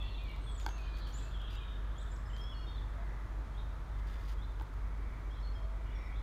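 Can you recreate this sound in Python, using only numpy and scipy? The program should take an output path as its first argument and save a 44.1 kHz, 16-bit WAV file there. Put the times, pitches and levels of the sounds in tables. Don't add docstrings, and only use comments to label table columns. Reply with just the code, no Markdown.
import sys
import numpy as np
from scipy import signal
from scipy.fft import rfft, irfft
from scipy.io import wavfile
from scipy.ndimage import uniform_filter1d

SR = 44100
rng = np.random.default_rng(int(sys.argv[2]) if len(sys.argv) > 2 else 0)


def wav_record(signal):
    frames = np.transpose(np.atleast_2d(signal))
    bounded = np.clip(frames, -1, 1)
    quanta = np.round(bounded * 32767).astype(np.int16)
    wavfile.write(sys.argv[1], SR, quanta)


def undo_db(level):
    steps = np.asarray(level, float) / 20
    return 10 ** steps


N = 274302


def shape(x, points):
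    hz, db = np.transpose(points)
    bin_hz = np.arange(len(x) // 2 + 1) * SR / len(x)
    gain_db = np.interp(np.log(bin_hz + 1), np.log(hz), db)
    return irfft(rfft(x) * undo_db(gain_db), len(x))


def colour(x, points):
    y = shape(x, points)
    return y / np.std(y)


def walk(rate_hz):
    k = int(SR / rate_hz)
    held = np.repeat(rng.standard_normal(N // k + 1), k)
    slewed = uniform_filter1d(uniform_filter1d(held, k), k)
    return 1.3 * slewed[:N]


def add(out, start_s, sound):
    i = max(int(start_s * SR), 0)
    out[i:i + len(sound)] += sound[:N - i]


def tone(hz):
    return np.sqrt(2) * np.sin(2 * np.pi * np.cumsum(hz) / SR)


def trees(x, t60_s, wet_db, stir_hz):
    t = np.arange(SR) / SR
    build_up = np.minimum(t / 0.013, 1)
    tail = rng.standard_normal(SR) * np.exp(-np.log(1000) * t / t60_s) * build_up
    stirred = x * np.sqrt(2) * np.sin(2 * np.pi * walk(stir_hz / 2))
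    echo = signal.fftconvolve(stirred, tail / np.linalg.norm(tail))[:N]
    return x + undo_db(wet_db) * echo * undo_db(2 * walk(40))


def slides(notes, early=.5):
    return [(s, length_s, hz_a, hz_a + early * (hz_c - hz_a), hz_c, db)
            for s, length_s, hz_a, hz_c, db in notes]


def songs(notes, edge, fade_db, waver):
    out = np.zeros(N)
    unsteady = 1 + waver * walk(90)
    for start_s, length_s, hz_a, hz_b, hz_c, db in notes:
        u = np.linspace(0, 1, max(int(length_s * SR), 16))
        bend_hz = (hz_a + hz_c - 2 * hz_b) * 2 * (u - .5) ** 2
        hz = hz_b + (hz_c - hz_a) * (u - .5) + bend_hz
        hz = hz * unsteady[int(start_s * SR):][:len(u)]
        level = undo_db(db - fade_db * (u - .5)) * signal.windows.tukey(len(u), edge)
        add(out, start_s, level * tone(hz))
    return out * undo_db(1.3 * walk(50) + 1.3 * walk(160))


# (time [s], lowest pitch [Hz], level [dB])
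TRILL = [
    (.41, 8270, -71),
    (.435, 8300, -68),
    (.46, 8400, -65),
    (.488, 8250, -62),
    (.511, 7850, -58),
    (.544, 7620, -58),
    (.575, 7000, -58),
    (.606, 6880, -59),
]
# (time [s], middle pitch [Hz], level [dB])
FLICKS = [
    (.628, 6400, -57),
    (2.029, 6800, -66),
    (2.16, 6700, -65),
    (2.364, 6500, -65),
]
# (time [s], length [s], start pitch [Hz], end pitch [Hz], level [dB])
NEAR_NOTES = [(.637, .03, 6390, 6400, -68), (.674, .11, 6350, 6480, -62), (.67, .064, 5790, 5665, -75),
              (1.124, .013, 5450, 6850, -60), (1.135, .038, 6960, 7260, -53),
              (1.168, .026, 7650, 7880, -61), (1.17, .035, 7300, 7450, -63), (1.21, .03, 8370, 8160, -75),
              (1.225, .02, 7600, 7050, -67), (1.245, .04, 7080, 7040, -76), (1.25, .03, 7430, 7520, -72),
              (1.562, .018, 7660, 6710, -72), (1.981, .011, 7000, 7500, -60), (1.99, .008, 7500, 8100, -66),
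              (1.998, .014, 8140, 7330, -65), (2.008, 0.023, 7930, 8120, -65), (2.07, .03, 7140, 7110, -74),
              (2.115, .016, 7210, 7580, -61), (2.13, .011, 8420, 7590, -69), (2.134, .026, 7560, 7900, -65),
              (2.163, .005, 5650, 5300, -63), (2.1, .015, 7400, 7300, -72), (2.26, .11, 7370, 7500, -73.5),
              (2.385, .025, 5720, 5270, -76), (5.2, 0.088, 5820, 6460, -81)]


def near_bird():
    trill = []
    for s, hz, db in TRILL:
        scoop_out_hz = 200 + .4 * (8400 - hz)
        trill.append((s, .025, hz + 120, hz, hz + scoop_out_hz, db))
    fall_hz = 1710
    flicks = [(s, .005, hz + fall_hz / 2, hz - fall_hz / 2, db) for s, hz, db in FLICKS]
    song = songs(trill + slides(NEAR_NOTES + flicks), edge=.35, fade_db=3, waver=.007)
    return trees(song, t60_s=.5, wet_db=-5, stir_hz=250)


# (time of the steep rise [s], lead-in stretch [ratio], level [dB], extra level of the rise [dB])
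RISING_CALLS = [
    (1.985, 1.04, -57, -11),
    (2.745, 1.0, -67, -3),
    (3.568, .9, -60, -3),
    (4.413, 1.7, -63, -2),
    (5.335, 1.2, -60, -10),
    (6.152, 1.5, -64, -4),
]
# (time from the rise [s], pitch [Hz], level [dB])
RISING_SHAPE = [
    (-.028, 3220, -14),
    (-.016, 3250, -4),
    (0, 3388, -7),
    (.012, 3620, 4),
    (.02, 3995, -1.5),
    (.036, 4050, -5),
    (.044, 4050, -25),
]


def rising_calls():
    out = np.zeros(N)
    s, hz, db = np.transpose(RISING_SHAPE)
    for rise_s, stretch, call_db, rise_db in RISING_CALLS:
        knots = np.where(s < 0, s * stretch, s)
        t = np.arange(knots[0], knots[-1], 1 / SR)
        level_db = call_db + np.interp(t, knots, db + rise_db * (s > 0))
        add(out, rise_s + knots[0], undo_db(level_db) * tone(np.interp(t, knots, hz)))
    return trees(out * undo_db(2.7 * walk(150)), t60_s=.75, wet_db=2.5, stir_hz=110)


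# (time [s], length [s], pitch [Hz], level [dB])
HELD = [(0, .018, 2630, -59), (.145, .05, 2720, -62), (.243, .035, 4350, -69), (.105, .035, 4280, -65),
        (.695, .085, 2690, -66), (.935, .045, 4420, -65), (.99, .025, 4500, -67), (1.01, .03, 4200, -66),
        (1.045, .035, 4440, -65), (1.14, .03, 3950, -67), (1.165, .03, 3380, -64), (1.405, .065, 3250, -62),
        (1.64, .1, 3700, -64), (1.752, .022, 3640, -62), (2.779, .014, 3500, -56), (2.73, .03, 4380, -68),
        (2.255, .03, 5150, -72), (3.875, .03, 3500, -77), (4.08, .13, 3550, -70), (.02, .12, 1955, -65.5),
        (.092, .045, 2730, -62), (.75, .12, 4410, -75), (2.458, 0.24, 5320, -76), (1.4, .062, 3280, -61.5),
        (1.555, .095, 3720, -63), (1.6, .045, 2483, -60), (1.6, .06, 3030, -74), (2.1, .11, 5140, -80),
        (2.329, 0.051, 3125, -57.5), (2.41, 0.046, 5295, -60), (2.54, .07, 4380, -62.5),
        (2.539, 0.11, 3294, -63), (2.548, .1, 2870, -67), (2.68, .04, 4380, -67), (2.664, .06, 3645, -61),
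        (3.92, .055, 3580, -74), (5.303, .033, 6010, -83), (5.3, .14, 5290, -80), (5.421, .11, 4350, -66),
        (5.64, .018, 4340, -74), (5.86, .05, 3170, -71), (5.854, 0.062, 2885, -67), (5.948, .02, 3400, -66),
        (5.99, .1, 3800, -74), (6.01, .08, 5420, -74)]
# (time [s], length [s], pitch [Hz], level [dB])
COOS = [
    (2.974, .074, 678, -59),
    (5.553, .34, 655, -64),
]
# (time [s], length [s], start pitch [Hz], end pitch [Hz], level [dB])
SLURS = [(.026, .035, 2650, 2700, -60), (.052, .03, 2710, 2750, -56), (.18, .02, 2330, 2460, -62),
         (.195, .055, 2460, 2480, -61), (.243, .055, 2380, 2290, -59), (.296, .025, 2330, 2270, -56),
         (.784, .03, 2570, 2480, -60), (.806, .1, 2480, 2455, -61), (.896, .075, 2455, 2430, -65),
         (1.176, .05, 2700, 2520, -70), (1.22, .075, 2540, 2680, -66), (.34, .02, 3450, 3900, -64),
         (2.678, .05, 3180, 3310, -64), (.28, .04, 2920, 2820, -63), (0.317, .05, 2130, 2045, -66),
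         (.462, .044, 3500, 3340, -54), (.82, .11, 3060, 3120, -70), (1.098, 0.13, 3210, 3390, -68),
         (1.31, .03, 3600, 3520, -64), (1.333, .048, 3520, 3110, -58), (1.5, 0.043, 4735, 4915, -71),
         (2.299, .022, 3120, 2850, -62), (2.372, 0.17, 3190, 3360, -57), (2.52, 0.0296, 3260, 2810, -58.5),
         (2.733, .035, 3620, 3520, -65), (5.445, 0.077, 4130, 4300, -71), (5.53, .06, 5220, 5130, -76),
         (5.944, .06, 5620, 5420, -71), (5.458, .028, 3620, 2800, -69), (5.55, .045, 3255, 3180, -62.5),
         (5.902, .042, 3130, 3750, -70)]


def far_whistlers():
    held = [(s, length_s, hz, hz, db) for s, length_s, hz, db in HELD + COOS]
    song = songs(slides(held + SLURS, early=.64), edge=.22, fade_db=3, waver=.005)
    return trees(song, t60_s=.72, wet_db=-4, stir_hz=70)


# (time [s], middle pitch [Hz], fall [Hz], level [dB])
CHIPS = [(0, 3400, 50, -56), (.012, 3400, 30, -51), (.022, 3390, 30, -52), (.08, 3510, 180, -59),
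         (.1, 4340, 50, -65), (.143, 3520, 90, -54.5), (.155, 3930, 30, -61), (.178, 3500, 340, -55),
         (.215, 3410, 200, -57), (.545, 3310, 150, -60), (.56, 3520, 400, -60), (.61, 3600, 60, -58),
         (1.06, 3200, 300, -59), (1.397, 3150, 800, -58), (1.475, 3250, 600, -58), (1.528, 2930, 250, -60),
         (1.58, 3110, 720, -56), (1.68, 3150, 700, -56)]


def chips():
    notes = [(s, .013, hz + fall_hz / 2, hz - fall_hz / 2, db) for s, hz, fall_hz, db in CHIPS]
    song = songs(slides(notes), edge=.41, fade_db=5, waver=.01)
    return trees(song, t60_s=.84, wet_db=-1.5, stir_hz=150)


# (time [s], centre pitch [Hz], level [dB])
CHORUS = [
    (0, 3450, -60.5),
    (.35, 3456, -64.5),
    (.7, 3696, -70),
    (.95, 3800, -62),
    (1.2, 3780, -62),
    (1.3, 3490, -67),
    (1.5, 3197, -59),
    (1.75, 3300, -69.5),
    (2.7, 3610, -85),
]


def chorus():
    t = np.arange(N) / SR
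    s, centre_hz, level_db = np.transpose(CHORUS)
    hz, db = np.interp(t, s, centre_hz), np.interp(t, s, level_db)
    reach_hz = 430 + (760 - 430) / (1 + np.exp((t - 1.3) / .12))
    voices = np.zeros(N)
    for place in np.linspace(-1, 1, 8):
        throb = undo_db(2 * walk(35))
        hops = .15 * walk(15) + .2 * walk(70)
        voices += throb * tone(hz + reach_hz * (place + hops))
    return trees(voices * undo_db(db - 16.5), t60_s=.36, wet_db=5.7, stir_hz=200)


# (time [s], peak level [dB], contact [ms])
KNOCKS = [
    (.6632, -25, .033),
    (.683, -39, .2),
    (.6885, -39, .08),
    (0.78, -46, 0.047),
    (2.366, -52, 0.089),
    (4.598, -47, .1),
    (4.6109, -35, .15),
]
# (frequency [Hz], level [dB], 60 dB decay [s])
SHELL = [(316, -2, .05), (660, -23, 0.023), (885, 10.5, .023), (1160, -29, 0.019), (1494, 3, 0.025),
         (1555, -9, .15), (1900, -3, .008), (2275, 0, 0.016), (3390, 4, .013), (4520, 7, .006),
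         (5400, 2, .005), (7300, -12, .007), (9050, -6, .011), (13200, 2, .003)]


def knocks():
    out = np.zeros(N)
    t = np.arange(int(.08 * SR)) / SR
    ring = np.zeros(len(t))
    for hz, db, t60_s in SHELL:
        envelope = np.exp(-np.log(1000) * t / t60_s) * np.tanh(hz * t / 0.83)
        ring += undo_db(db) * envelope * np.sin(2 * np.pi * hz * t)
    for start_s, db, contact_ms in KNOCKS:
        push = np.exp(-(t[:200] * 1000 / contact_ms - 2) ** 2)
        blow = np.convolve(ring, push)
        add(out, start_s, undo_db(db) * blow / abs(blow).max())
    return out


# (time [s], peak level [dB], brightness [dB per octave])
TICKS = [(.028, -55, 4), (.237, -57, 6), (.294, -58, 5), (.314, -58, 4), (.363, -55, 3), (.5988, -45, -2),
         (.606, -52, -2), (.6632, -36, -1), (.6895, -45, -1), (.712, -56, -1), (.988, -55, 5),
         (1.093, -58, 5), (1.373, -59, 3), (1.417, -55, 4), (1.53, -58, 1), (2.073, -60, 3),
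         (2.168, -60, 4), (2.365, -46, -8.5), (2.439, -56, 1), (4.47, -68, 8), (4.52, -60, 2),
         (4.598, -52, -1), (4.6104, -55, 1), (4.621, -54, 8), (4.731, -72, 5), (4.739, -60, 5)]


def ticks():
    out = np.zeros(N)
    t = np.arange(1024) / SR
    rise_s = .0006
    for start_s, db, tilt_db in TICKS:
        outline = [(hz, level_db + tilt_db * np.log2(hz / 5000)) for hz, level_db in RUB_COLOUR]
        noise = colour(rng.standard_normal(len(t)), outline)
        crack = noise * t / rise_s * np.exp(1 - t / rise_s)
        add(out, start_s, undo_db(db) * crack)
    return out


# (time [s], length [s], level [dB], swell [dB])
RUBS = [(.602, 0.053, -62, 0), (.77, .055, -65, 0), (.967, 0.011, -55.5, 0), (.982, .024, -58, -3),
        (1.068, .035, -60, -5), (1.099, .23, -66.5, -4), (1.5, 0.066, -61.5, 5), (2.368, .075, -67, -13),
        (3.982, .02, -66, 0), (4.064, .085, -63.5, 0), (4.149, .125, -65, 0), (4.274, .068, -59, -2)]
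# (frequency [Hz], level [dB])
RUB_COLOUR = [(1400, -12), (2200, -3), (3500, -2), (4500, -7), (4810, -2), (5200, -9), (7000, -11),
              (8400, -17), (9050, -10), (9900, -20), (11100, -13), (12300, -18), (13500, -8), (14500, -13),
              (15500, -17)]


def rubs():
    t = np.arange(N) / SR
    pressure = np.zeros(N)
    for s, length_s, db, swell_db in RUBS:
        swell = swell_db * np.clip((t - s) / length_s - .5, -.5, .5)
        from_edge_s = np.minimum(t - s, s + length_s - t)
        contact = np.clip(from_edge_s / .008 + .5, 0, 1) ** 2
        pressure += undo_db(db + swell) * contact
    slips = rng.standard_normal(N) * undo_db(2.1 * walk(300))
    return pressure * colour(slips, RUB_COLOUR)


# (time nearest [s], heard for plus or minus [s], tyre whine [Hz], level [dB])
CARS = [
    (.95, .17, 1560, -62),
    (1.35, .2, 1520, -66),
    (1.85, .4, 1540, -61.5),
    (2.3, .15, 1905, -65),
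    (3.1, .2, 1850, -61.5),
    (4.15, .2, 1867, -62),
    (5.1, .25, 2100, -63),
    (6.05, .2, 2140, -59),
]


def tyres():
    t = np.arange(N) / SR
    s, heard_s, hz, db = np.transpose(CARS)[:, :, None]
    power = undo_db(2 * db) / (1 + ((t - s) / heard_s) ** 2) ** 2
    total = power.sum(axis=0)
    band = [(1, -11), (200, -5), (420, -22), (20000, -56.5)]
    slow_a = colour(rng.standard_normal(N), band)
    slow_b = colour(rng.standard_normal(N), band)
    turn = 2 * np.pi * np.cumsum((power * hz).sum(axis=0) / total) / SR
    whine = slow_a * np.cos(turn) + slow_b * np.sin(turn)
    return whine * np.sqrt(total) * undo_db(0.4)


# (frequency [Hz], level [dB per Hz])
ROAD = [(200, -7.5), (450, -7), (650, -2), (760, -5), (900, -1.5), (1300, -1.5), (1600, -6.5),
        (2400, -14.5), (2800, -20), (3400, -18), (5000, -26), (8000, -30), (16000, -43.5)]
# (frequency [Hz], gain [dB])
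LULL_BAND = [(1000, -30), (1300, -3), (1700, 0), (2000, -30)]


def roar():
    t = np.arange(N) / SR
    noise = colour(rng.standard_normal(N), ROAD) * undo_db(-55 + .5 * walk(1.03))
    lull_ends_s, fade_s, share = .42, .06, .5
    lull = share / (1 + np.exp((t - lull_ends_s) / fade_s))
    return noise - lull * shape(noise, LULL_BAND)


# (frequency [Hz], level [dB per Hz])
RUMBLE = [(12, -24), (22, -8.5), (32, -2), (55, 2), (80, -4.5), (130, -11), (175, -19), (300, -21),
          (500, -27.5), (1000, -54)]


def rumble():
    return colour(rng.standard_normal(N), RUMBLE) * undo_db(-44.5 + 0.2 * walk(3.015))


# (frequency [Hz], level [dB])
HUM = [
    (49.2, -39),
    (98.4, -58),
]


def hum():
    return sum(undo_db(db) * tone(np.full(N, hz)) for hz, db in HUM)


def scene():
    birds = near_bird() + rising_calls() + far_whistlers() + chips() + chorus()
    hands = trees(knocks() + ticks(), t60_s=.21, wet_db=-11, stir_hz=400) + rubs()
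    background = tyres() + roar() + rumble() + hum()
    return (birds + hands + background)[None]


def low_pass(x):
    return signal.sosfilt(signal.butter(12, 15840, fs=SR, output="sos"), x)


# (frequency [Hz], gain [dB])
MICROPHONE = [(10, -0.5), (7000, -1.5), (7800, -5), (9050, -2.5), (10400, -6.5), (11200, -3.5),
              (12600, -5.5), (13600, -6.5), (15720, -8.5), (15850, -25)]


def record(dry):
    mix = shape(dry[0], MICROPHONE)[None]
    return low_pass(mix)


dry = scene()
out = record(dry)
wav_record(out)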